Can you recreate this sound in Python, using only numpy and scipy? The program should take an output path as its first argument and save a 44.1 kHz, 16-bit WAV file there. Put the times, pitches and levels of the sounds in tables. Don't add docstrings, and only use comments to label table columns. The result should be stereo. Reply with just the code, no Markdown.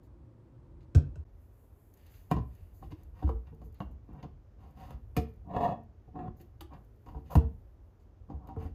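import sys
import numpy as np
from scipy import signal
from scipy.fft import rfft, irfft
from scipy.io import wavfile

SR = 44100
rng = np.random.default_rng(int(sys.argv[2]) if len(sys.argv) > 2 else 0)


def transcribe(signal):
    frames = np.atleast_2d(signal).T
    limited = np.clip(frames, -1, 1)
    pcm = np.round(limited * 32767).astype(np.int16)
    wavfile.write(sys.argv[1], SR, pcm)


def convert_level_to_amplitude(level_db):
    exponent = np.asarray(level_db, float) / 20
    return 10 ** exponent


N = 385434
CUT_S = 1.246
HZ = np.maximum(np.fft.rfftfreq(N, 1 / SR), 1)

# pitch_hz, level_db
BOARD = [
    [(155, 2.5), (190, 2.5), (230, 4.5), (290, -0.5), (350, -2.5), (445, -5)],
    [(560, -2), (630, 1), (705, 0.5), (765, 12), (850, 8), (945, 6), (1050, 3.5), (1200, -21.5)],
]
# pitch_hz, level_db_per_hz
BOTTLE = [(1000, -16), (1400, -6), (1800, 4.5), (2300, -1.5), (2700, 3), (3330, 2.5), (4000, -6.5),
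          (5000, -1.5), (6500, -6), (8000, -23), (10000, -21)]
# pitch_hz, level_db
NEIGHBOUR = [(1550, -11), (1720, -3), (1900, -4), (2190, -9), (2400, -2.5), (2750, -1), (3050, -6.5),
             (3350, -4.5), (3700, -10.5), (4030, -18), (4900, -17)]
# pitch_hz, level_db_per_hz
RUSTLE = [(3000, -36), (6000, -16), (8500, -1), (13000, -2), (15000, -6), (16000, -16), (17000, -35)]
# pitch_hz, likeness
LIKENESS = [(60, 0.58), (180, 0.84), (550, 0.46), (1650, 0.36), (4970, 0.67), (15000, 0.88)]


def counter_blows():
    # start_s, strength_db, low_weight_db, crack_db, ring_t60_s
    landings = [
        (0.949, -44.5, 15.5, 0, 0.045),
        (0.975, -50, 16.5, -22, 0.069),
        (1.157, -63.5, 9, 3, 0.019),
    ]
    # pitch_hz, level_db
    slab = [
        [(145, 14), (253, 7.5), (340, 0.5), (440, -21)],
        [(533, -10), (620, 23), (930, 2.5), (1200, -6)],
    ]
    # pitch_hz, level_db_per_hz
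    crack = [(1000, -5), (1480, 16), (1900, -16), (2600, -1), (3600, -8), (5800, -4), (7500, -1),
             (9500, -20)]
    return blows(landings, slab, crack, edge_db=-30)


def shelf_blows():
    # start_s, strength_db, low_weight_db, crack_db, ring_t60_s
    rims = [(2.313, -27, 0.5, -17.5, 0.036), (2.825, -52, 1, -32, 0.068), (3.224, -47, 2, -29, 0.1),
            (3.291, -38, -6, -24, 0.014), (3.479, -78, -5, -16, 0.061), (3.523, -67.5, 12.5, -25, 0.2),
            (3.616, -57, -5, -19, 0.086), (4.088, -66.5, 13.5, -20, 0.088), (4.907, -51, -23, -13, 0.017),
            (5.166, -35.5, 7.5, -5, 0.086), (6.077, -72, 8, -31, 0.069), (6.608, -56.5, 0, 8.5, 0.025),
            (7.353, -27.5, 6, -15, 0.016), (8.487, -51.5, 0.5, -19.5, 0.31), (8.563, -49.5, 9, -28, 0.053)]
    # start_s, strength_db, low_weight_db, crack_db, ring_t60_s
    flats = [
        (2.364, -43.5, 8, -13, 0.049),
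        (2.92, -57.5, -4, -3, 0.028),
        (3.803, -40.5, -1.5, -22.5, 0.036),
        (4.228, -56.5, 7, -2.5, 0.081),
        (6.155, -51, 0, -39, 0.13),
        (7.062, -57, 3.5, -14, 0.12),
        (7.147, -52, -3, -29, 0.084),
        (8.3, -53.5, 5, -17, 0.15),
    ]
    # start_s, strength_db, low_weight_db, crack_db, ring_t60_s
    rocks = [
        (2.385, -51, 9, -11, 0.039),
        (3.278, -51, 9.5, -19, 0.064),
        (6.405, -80, 11, -5, 0.024),
        (6.735, -69, 2, 1, 0.052),
        (3.47, -67, -1, -6.5, 0.046),
        (7.086, -53.5, -15, -15.5, 0.087),
        (7.168, -59, 8, -19, 0.13),
        (8.473, -58, -3, -12, 0.026),
        (8.6, -61, -2, -22, 0.056),
    ]
    return sum(blows(table, BOARD, BOTTLE, edge_db) for table, edge_db in ((rims, -4.5), (flats, -36), (rocks, -36)))


def blows(table, body, shell, edge_db):
    out, t = np.zeros(N), np.arange(16384) / SR
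    for s, strength_db, weight_db, hard_db, t60 in table:
        levels_db = strength_db + np.array([weight_db, 0, hard_db, hard_db + edge_db])
        t60 = np.clip(t60, .02, .6)
        noise = rng.standard_normal((4, len(t)))
        low_push = soft(noise[0], hz=645) * t * np.exp(-t / 0.0035) + 1e-18
        upper_push = soft(noise[1], hz=1420) * np.exp(-t / 0.0075) + 1e-18
        parts = [ring(low_push, body[0], t60, spread_db=3.5),
                 ring(upper_push, body[1], 0.87 * t60, spread_db=-5.5),
                 shaped(noise[2], shell) * (np.exp(-t / 0.011) + 3.2 * convert_level_to_amplitude(-60 * t / t60)),
                 shaped(noise[3], RUSTLE) * (np.exp(-t / 0.0046) + 0.36 * np.exp(-t / 0.017))]
        for db, part in zip(levels_db, parts):
            add(out, s, convert_level_to_amplitude(db + 9.5) * part / np.abs(part).max())
    return out


def furniture_swing():
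    # start_s, peak_db, pitch_hz, swell_s, t60_s
    swings = [(0.956, -9, 76.4, 0.011, 0.098), (1.172, -32.5, 72.7, 0.031, 0.092),
              (2.333, -28, 63.6, 0.011, 0.55), (2.399, -27, 60.8, 0.0045, 0.15),
              (2.929, -35, 70.5, 0.0083, 0.034), (3.237, -19, 66.3, 0.01, 0.33),
              (3.329, -26, 58, 0.029, 0.16), (3.808, -40.5, 66.3, 0.043, 0.74), (4.24, -48, 74, 0.027, 0.3),
              (4.937, -35, 56.5, 0.0081, 0.15), (5.173, -25, 70.8, 0.0065, 0.26),
              (7.16, -35, 51, 0.0031, 0.1), (7.36, -11, 70, 0.039, 0.064),
              (7.353, -17, 142.4, 0.0025, 0.16), (7.437, -23, 67.6, 0.0068, 0.2),
              (8.333, -34.5, 65.3, 0.011, 0.34), (8.564, -29.5, 79, 0.02, 0.14),
              (8.65, -34.5, 73.5, 0.012, 0.14)]
    swing = thumps(swings, sag_s=.005)
    later = np.roll(swing, round(0.0029 * SR)) * (np.arange(N) / SR < CUT_S)
    return swing + convert_level_to_amplitude(-13) * later * [[1], [-1]]


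def panel_notes():
    # start_s, peak_db, pitch_hz, swell_s, t60_s
    heavy = [(0.9531, -40, 291, 0.0037, .14), (2.3141, -28.5, 294, 0.0028, 0.058),
             (2.3142, -27.5, 162, 0.0045, .075), (2.3161, -37, 1027, 0.0033, 0.12),
             (2.3351, -31.5, 112, .0081, 0.14), (2.3621, -37, 166, 0.0042, .075),
             (2.3671, -42, 1010, .0031, 0.17), (2.4031, -34.5, 117, 0.0071, 0.1),
             (3.2221, -48.5, 720, .0031, 0.086), (3.2321, -35.5, 197, 0.004, 0.064),
             (3.2331, -37.5, 308, 0.0055, 0.1), (3.2931, -32.5, 334, 0.0025, 0.068),
             (3.2941, -37, 444, 0.0037, .13), (3.3521, -60.5, 440, 0.0086, 0.069),
             (3.8051, -37, 191, 0.0051, .12), (3.8052, -46.5, 294, 0.0084, 0.12),
             (3.8053, -41.5, 630, .0031, 0.083), (3.8054, -58.5, 2750, .002, 0.097),
             (5.1671, -26, 170, 0.0033, 0.074), (5.1691, -28.5, 452, 0.0028, 0.1),
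             (5.1692, -32.5, 714, 0.0026, 0.15), (5.1672, -50.5, 2317, .0021, .085),
             (5.2051, -39.5, 444.6, 0.02, .11), (7.3551, -30, 289, 0.004, 0.12),
             (7.3552, -27.5, 224, .0051, 0.16), (7.3553, -31, 465, 0.0028, .11),
             (7.3554, -28.5, 625, .0035, 0.046), (7.3751, -37, 452, .0121, 0.24)]
    # start_s, peak_db, pitch_hz, swell_s, t60_s
    light = [(2.8293, -52, 330, .005, 0.11), (2.9214, -39.5, 301, .0045, 0.05),
             (3.5219, -55, 445, .006, .12), (3.6137, -47, 214.5, .008, .1), (3.6551, -55, 435, .008, .12),
             (4.2346, -45.5, 215, .008, .1), (4.7651, -49, 217, .0061, 0.083),
             (4.8101, -54, 735, .0121, 0.14), (6.0781, -58, 720, .004, .085), (6.0818, -56, 363, .006, .09),
             (6.3951, -61.5, 740, .008, .11), (6.4007, -49.5, 337, .013, .1),
             (6.6091, -46, 796, .0021, 0.07), (6.6092, -54, 1150, .0021, .075),
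             (6.61, -63, 1730, .0021, 0.073), (6.6106, -42.5, 326, .0081, 0.075),
             (8.3001, -45, 770, .0041, 0.096), (8.4901, -49, 777, .0121, 0.15),
             (8.5651, -44, 445, .0051, 0.21), (8.6517, -44, 252, .0081, 0.066)]
    return thumps(heavy, sag_s=.0008) + thumps(light, sag_s=.0008)


def thumps(table, sag_s):
    out, t = np.zeros(N), np.arange(SR // 2) / SR
    for s, db, hz, swell, t60 in table:
        shape = (1 - np.exp(-(t / max(swell, .003)) ** 2)) * convert_level_to_amplitude(-60 * t / np.clip(t60, .04, .6))
        phase = 2 * np.pi * hz * (t + sag_s * (1 - np.exp(-t / .012)))
        add(out, s, convert_level_to_amplitude(db) * shape / shape.max() * np.sin(phase))
    return out


def drags():
    clumps = convert_level_to_amplitude(1.5 * drift(45))
    slips = grains(4000, size_db=2.5) * clumps * catches()
    hiss = coloured(grains(8400, size_db=3.0) * clumps, RUSTLE)
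    walls = rms_one(ring(slips, NEIGHBOUR, 0.12))
    return turned_bases(slips, hiss, walls) + pulled_flask(slips, hiss) + rubs() * walls


def turned_bases(slips, hiss, walls):
    low_gain, upper_gain, scratch_gain, hiss_gain = turns()
    low = rms_one(ring(soft(slips, hz=607), BOARD[0], 0.079))
    upper = rms_one(ring(soft(slips, hz=1340), BOARD[1], 0.052))
    scratch = coloured(slips, BOTTLE) + 0.06 * walls
    return low_gain * low + upper_gain * upper + scratch_gain * scratch + hiss_gain * hiss


def turns():
    # start_s, length_s, strength_db, low_weight_db, scratch_db
    turn_events = [(1.91, 0.47, -81.5, 10, 8), (2.443, 0.39, -86, 14, 7), (2.8, 0.11, -71, 14, -2),
                   (2.901, 0.047, -62.5, 12.5, -6), (2.945, 0.18, -75.5, 12, -4),
                   (3.124, 0.27, -61, 4, -11.5), (3.269, 0.021, -53, 3, -32), (3.464, 0.057, -67.5, 6, -16),
                   (3.512, 0.038, -77, 27.5, -20.1), (3.588, 0.13, -69.5, 16, -16),
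                   (3.809, 0.031, -47.5, -4, -25), (3.888, 0.075, -70, 17, -31),
                   (4.06, 0.31, -60.5, 9, -23), (4.227, 0.052, -53.5, 12, -35), (4.56, 0.24, -62.5, 5, -15),
                   (4.741, 0.27, -55.5, -0.5, -10.5), (4.862, 0.18, -63.5, 8.5, -22),
                   (6.388, 0.059, -76.5, 20.5, 3.5), (6.691, 0.16, -56, 4, -23.5),
                   (7.04, 0.24, -60.5, 6.5, -20), (7.245, 0.096, -73.5, 15, 0), (2.295, 0.055, -54, 4, -10),
                   (5.141, 0.095, -59, -10, -16.5), (7.295, 0.074, -43, -9, -18.5),
                   (8.269, 0.16, -58, 11, -30), (8.377, 0.3, -57.5, 3, -34), (8.566, .17, -54, 9.5, -13)]
    push_share, skin_db = 0.28, -7.5
    out = np.zeros((4, N))
    for s, length, db, weight_db, scratch_db in turn_events:
        length = max(length, .02)
        u = np.arange(int(length * SR)) / (length * SR)
        speed = np.sin(np.pi / 2 * np.minimum(u / push_share, (1 - u) / (1 - push_share))) ** 2
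        for layer, more_db in zip(out, (weight_db, 0, scratch_db, scratch_db + skin_db)):
            add(layer, s, convert_level_to_amplitude(db + more_db) * speed)
    return out


def pulled_flask(slips, hiss):
    # pitch_hz, level_db
    flask = [(1710, 4.5), (1830, 5.5), (2220, -7.5), (2600, 2), (2800, -6), (2970, -11), (3335, 3.5),
             (3710, -27), (4010, -21), (4940, -17), (5640, -29), (6230, -26), (7290, -33.5)]
    # pitch_hz, level_db
    first_board = [(600, -16), (703, 0), (740, -3), (845, -4.5), (945, -4), (1050, -5), (1150, -20.5)]
    # pitch_hz, level_db
    second_board = [(170, 0), (358, 2.5), (575, -7.5), (731, 5), (840, -5.5), (1027, -5), (1170, -35),
                    (250, -4)]
    first, second = pulls()
    low_gain, _, glass_gain, hiss_gain = first + second
    under = rms_one(ring(soft(slips, hz=656), BOARD[0][1:], 0.13))
    foot = rms_one(ring(soft(slips, hz=950), first_board, 0.071))
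    rest = convert_level_to_amplitude(2.0) * rms_one(ring(soft(slips, hz=1300), second_board, 0.082))
    modes = [(hz, db - 20 * np.log10(hz)) for hz, db in flask]
    glass = rms_one(ring(np.diff(slips, prepend=0), modes, .08))
    glass = glass + .3 * coloured(slips, BOTTLE)
    return low_gain * under + first[1] * foot + second[1] * rest + glass_gain * glass + hiss_gain * hiss


def pulls():
    # time_s, speed_db
    speeds = [
        [(5.44, -88), (5.46, -66), (5.5, -50), (5.56, -37), (5.65, -32), (5.72, -38.5), (5.77, -56),
         (5.83, -73.5)],
        [(6.07, -102), (6.082, -77), (6.12, -83), (6.156, -50), (6.285, -51), (6.31, -84.5), (6.37, -91)],
    ]
    # full_speed_db, slope_db_per_db
    layers = [
        (-39.5, 0.5),
        (-29, 1),
        (-52, 1.36),
    ]
    layers = [*layers, (-69, 2.3)]
    full_speed_db = -31
    return np.array([[gains([(s, top_db + slope * (db - full_speed_db)) for s, db in rows])
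                      for top_db, slope in layers] for rows in speeds])


def catches():
    # time_s, surge_db
    surges = [(5.471, -1), (5.499, -0.5), (5.508, 6), (5.534, 9), (5.549, 1), (5.565, 15.5), (5.575, 0),
              (5.607, 13.5), (5.638, 9), (5.651, 6.5), (5.69, 4), (5.722, 6.5), (6.157, 3.5), (6.19, 11.5),
              (6.212, 3), (6.231, 3), (6.26, 8), (6.272, 7), (6.282, 12)]
    t = np.arange(N) / SR
    return convert_level_to_amplitude(sum(db * (t > s) * np.exp(-np.abs(t - s) / .006) for s, db in surges))


def rubs():
    # start_s, length_s, level_db
    strokes = [
        (3.145, 0.069, -78.5),
        (3.457, 0.063, -75.5),
        (4.073, 0.095, -79),
        (4.174, 0.066, -71),
        (4.775, 0.13, -96),
        (5.49, 0.048, -73),
        (6.15, 0.13, -76.5),
        (6.71, 0.074, -70.5),
        (8.58, 0.12, -74.5),
    ]
    gain = np.zeros(N)
    for s, length, db in strokes:
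        add(gain, s, convert_level_to_amplitude(db) * np.hanning(int(max(length, .02) * SR)) ** .5)
    return gain


def clinks():
    # start_s, peak_db, t60_s
    touches = [
        (2.314, -34.5, 0.049),
        (2.917, -64, 0.055),
        (3.228, -50.5, 0.041),
        (3.293, -53.5, 0.034),
        (3.804, -43, 0.037),
        (4.228, -64, 0.11),
        (4.906, -52, 0.027),
        (5.168, -41, 0.062),
        (6.608, -60, 0.065),
        (7.353, -42, 0.047),
    ]
    out, t = np.zeros(N), np.arange(8192) / SR
    for s, db, t60 in touches:
        touch = rng.standard_normal(len(t)) * np.exp(-t / 0.002) + 1e-18
        walls = ring(touch, NEIGHBOUR, np.clip(t60, .03, .4) * 2, spread_db=5.5)
        add(out, s, convert_level_to_amplitude(db) * walls / np.abs(walls).max())
    return out


def sleeve():
    # time_s, level_db
    movement = [(1.25, -99), (1.5, -79), (2.02, -77), (2.38, -81), (2.79, -79), (3.42, -89), (3.73, -87),
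                (3.92, -96), (4.55, -97), (4.77, -89), (5.59, -89), (5.82, -98), (6.15, -98), (6.5, -91),
                (7.32, -84), (7.97, -95), (8.45, -97), (8.74, -91)]
    flutter = convert_level_to_amplitude(2.2 * drift(14))
    return gains(movement) * convert_level_to_amplitude(1.5) * coloured(grains(5100, size_db=1.5) * flutter, RUSTLE)


def cuff():
    # start_s, peak_db
    snaps = [(1.939, -53.5), (1.973, -59), (2.0652, -55), (2.5506, -57.5), (2.9138, -72), (3.0338, -57),
             (3.5468, -66), (3.6182, -75), (3.7249, -64), (3.744, -62), (3.912, -74), (4.131, -69),
             (4.2273, -68), (4.7087, -67), (4.9057, -56), (5.3388, -68), (5.3597, -72), (5.6386, -58),
             (5.8344, -70), (6.371, -76), (6.413, -54), (6.847, -69), (6.9601, -71), (7.1666, -76),
             (8.0272, -75), (8.473, -60)]
    # start_s, length_s, level_db
    brushes = [(2.094, 0.31, -70), (2.734, 0.16, -72), (3.634, 0.1, -74), (3.785, 0.11, -76.5),
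               (3.91, 0.045, -83), (5.17, 0.12, -65), (5.275, 0.075, -81), (6.362, 0.16, -76),
               (6.428, 0.13, -92), (6.82, 0.057, -89), (7.063, .12, -80), (7.301, 0.13, -59.5)]
    # pitch_hz, level_db_per_hz
    cloth = [(3000, -30), (6000, -12.5), (8500, -20), (11000, -13), (13500, -9.5), (15000, -15),
             (16500, -30)]
    gain, t = np.zeros(N), np.arange(1024) / SR
    for s, db in snaps:
        add(gain, s, convert_level_to_amplitude(db - 5.0) * np.exp(-t / 0.0042))
    for s, length, db in brushes:
        u = np.linspace(0, 1, int(max(length, .02) * SR))
        add(gain, s, convert_level_to_amplitude(db) * np.sin(np.pi * u ** 0.41) ** 2)
    return gain * coloured(rng.standard_normal(N), cloth)


def ticks():
    # start_s, peak_db, centre_hz
    finger_snaps = [
        (0.0318, -67, 8950),
        (0.806, -64, 3000),
        (0.978, -67, 5960),
        (2.0637, -63, 3170),
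        (2.1388, -59, 2650),
        (3.7443, -65.5, 2640),
        (6.2, -75, 6500),
        (7.998, -70, 5620),
        (8.4717, -70, 2750),
    ]
    out, t = np.zeros(N), np.arange(2048) / SR
    for s, db, hz in finger_snaps:
        band = signal.butter(2, [hz / 3.0, min(hz * 1.7, .45 * SR)], "band", fs=SR, output="sos")
        snap = signal.sosfilt(band, rng.standard_normal(len(t))) * np.exp(-t / 0.048)
        add(out, s, convert_level_to_amplitude(db) * snap / np.abs(snap).max())
    return out


def sway():
    # time_s, level_db
    unrest = [(0.0, -60.5), (0.61, -60), (0.97, -56.5), (1.07, -43.5), (1.22, -55), (1.46, -60),
              (3.82, -53), (4.67, -57), (5.06, -53.5), (6.08, -60), (6.23, -52.5), (7.01, -58.5),
              (7.35, -50.5), (7.94, -59), (8.15, -58.5), (8.74, -50)]
    # pitch_hz, level_db_per_hz
    rumble = [(25, -34), (40, 8.5), (60, 8.5), (90, 5.5), (125, -4), (170, -37), (300, -52), (1000, -120)]
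    mid, side = (coloured(rng.standard_normal(N), rumble) for _ in range(2))
    lumps = convert_level_to_amplitude(1.0 + 2.0 * drift(14))
    return gains(unrest) * lumps * pair(mid, side, 0.99)


def kitchen(counter):
    # pitch_hz, level_db_per_hz
    hum = [(59, -27), (100, -1), (202, -21.5), (343, -15), (424, -29), (524, -24), (676, -34), (970, -32),
           (1480, -43), (2930, -53.5), (16000, -70.5)]
    direct = counter * convert_level_to_amplitude([[-3.5], [3.5]])
    return direct + convert_level_to_amplitude(-7.5) * echoes(counter, LIKENESS) + convert_level_to_amplitude(-57.5) * air(hum, LIKENESS)


def closet(shelf):
    # pitch_hz, level_db_per_hz
    hum = [(100, -6), (160, 0), (400, -2), (630, -9), (1000, -14), (2000, -25), (4000, -35), (6500, -36),
           (8500, -48), (13000, -47), (16000, -56)]
    # pitch_hz, likeness
    echo_likeness = [(60, .9), (200, .6), (600, .2), (2000, .3), (6000, .7), (15000, .9)]
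    sounds = shelf + niche(shelf) + convert_level_to_amplitude(-11) * echoes(shelf, echo_likeness)
    return ports(sounds) + convert_level_to_amplitude(-66) * air(hum, LIKENESS)


def niche(x):
    t = np.arange(4096) / SR
    band = signal.butter(1, [250, 3500], "band", fs=SR, output="sos")
    walls = signal.sosfilt(band, rng.standard_normal((2, len(t))))
    walls = walls * convert_level_to_amplitude(-60 * t / 0.054) * np.minimum(t / 0.00061, 1)
    walls = walls / np.sqrt(np.sum(walls ** 2) / 8)
    return convert_level_to_amplitude(-13) * signal.fftconvolve(x[None], walls, axes=1)[:, :N] / 2


def echoes(x, likeness):
    # pitch_hz, t60_s
    decay = [(100, 0.36), (500, 0.26), (2000, 0.31), (8000, 0.1)]
    t, tail = np.arange(SR // 2) / SR, 0
    for low in 80 * 2. ** np.arange(7):
        octave = signal.butter(2, [low, 2 * low], "band", fs=SR, output="sos")
        mid, side = signal.sosfilt(octave, rng.standard_normal((2, len(t))))
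        fall = convert_level_to_amplitude(-60 * t / at_hz(decay, 1.03 * low)) * np.minimum(t / 0.0071, 1)
        tail = tail + pair(mid, side, at_hz(likeness, 0.11 * low)) * fall
    return signal.fftconvolve(x[None], tail / np.sqrt(np.sum(tail ** 2) / 2), axes=1)[:, :N]


def air(spectrum, likeness):
    mid, side = rfft(rng.standard_normal((2, N))) * convert_level_to_amplitude(at_hz(spectrum, HZ)) * (HZ > 110)
    return rms_one(irfft(pair(mid, side, at_hz(likeness, HZ)), N)) * convert_level_to_amplitude(0.16 * drift(15.0))


def ports(x):
    # pitch_hz, lead_radians
    port_lead = [(0, 0), (700, 1.3), (1030, 1.4), (1900, -.5), (3200, 2.2), (4350, .2), (5500, 3.0),
                 (6700, 5.8), (7800, 4.1), (8600, 3.1), (9500, 2.3), (11800, 1.3), (13200, .1), (22050, 0)]
    # pitch_hz, level_db
    port_balance = [(60, -2), (110, -1.5), (200, 1), (380, -1), (700, 4), (1290, 4), (2380, 2.5),
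                    (4400, 1.5), (8120, 3.5), (15000, -3)]
    hz, lead = np.transpose(port_lead)
    half = convert_level_to_amplitude(at_hz(port_balance, HZ) / 2) * np.exp(.5j * np.interp(HZ, hz, lead))
    return irfft(rfft(x) * np.array([half, 1 / half]), N)


def ring(force, modes, t60, spread_db=0):
    out = 0
    for (hz, db), luck in zip(modes, rng.standard_normal(len(modes))):
        r = convert_level_to_amplitude(-60 / (t60 * (500 / hz) ** .4 * SR))
        w = 2 * np.pi * hz / SR
        mode = signal.lfilter([0, np.sin(w)], [1, -2 * r * np.cos(w), r * r], force)
        out = out + convert_level_to_amplitude(db + spread_db * luck) * mode
    return out


def grains(per_s, size_db):
    sizes = convert_level_to_amplitude(size_db * np.minimum(rng.exponential(1, N), 5)) * rng.choice([-1, 1], N)
    return sizes * (rng.random(N) < per_s / SR) + 1e-18


def soft(x, hz):
    return signal.sosfilt(signal.butter(4, hz, fs=SR, output="sos"), x)


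def shaped(x, spectrum):
    hz = np.maximum(np.fft.rfftfreq(len(x), 1 / SR), 1)
    return irfft(rfft(x) * convert_level_to_amplitude(at_hz(spectrum, hz)), len(x))


def coloured(x, spectrum):
    return rms_one(shaped(x, spectrum))


def rms_one(x):
    return x / np.sqrt(np.mean(x ** 2) + 1e-20)


def at_hz(points, hz):
    table_hz, values = np.transpose(points)
    return np.interp(np.log(hz), np.log(table_hz), values)


def gains(rows):
    s, db = np.transpose(rows)
    return convert_level_to_amplitude(np.interp(np.arange(N) / SR, s, db)) * fades(s)


def fades(s):
    t = np.arange(N) / SR
    return np.clip(np.minimum(t - s[0], s[-1] - t) / .03 + 1, 0, 1) ** 2


def drift(rate):
    knots = rng.standard_normal(int(N / SR * 60) + 2)
    return np.interp(np.arange(N) / SR * min(rate, 59), np.arange(len(knots)), knots)


def pair(mid, side, alike):
    alike = np.clip(alike, -1, 1)
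    return np.sqrt(1 + alike) * mid + np.sqrt(1 - alike) * side * [[1], [-1]]


def add(out, s, x):
    at = round(s * SR)
    out[at:at + len(x)] += x[:N - at]


def scene():
    t = np.arange(N) / SR
    notes = panel_notes()
    counter = counter_blows() + notes * (t < CUT_S)
    shelf = shelf_blows() + drags() + clinks() + notes * (t > CUT_S)
    cloth = sleeve() + cuff() + ticks()
    low = furniture_swing() + sway()
    whole = np.where(t < CUT_S, kitchen(counter), closet(shelf)) + ports(cloth) + low
    return whole * np.clip(np.abs(t - CUT_S) / .003 - 1, .03, 1) ** 2


def low_pass(x):
    return signal.sosfilt(signal.butter(12, 16520, fs=SR, output="sos"), x)


def record(dry):
    bass_cut = signal.butter(2, 37, "high", fs=SR, output="sos")
    top_cut = signal.cheby2(10, 40, 16100, fs=SR, output="sos")
    mix = signal.sosfilt(top_cut, signal.sosfilt(bass_cut, dry))
    return low_pass(mix)


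dry = scene()
out = record(dry)
transcribe(out)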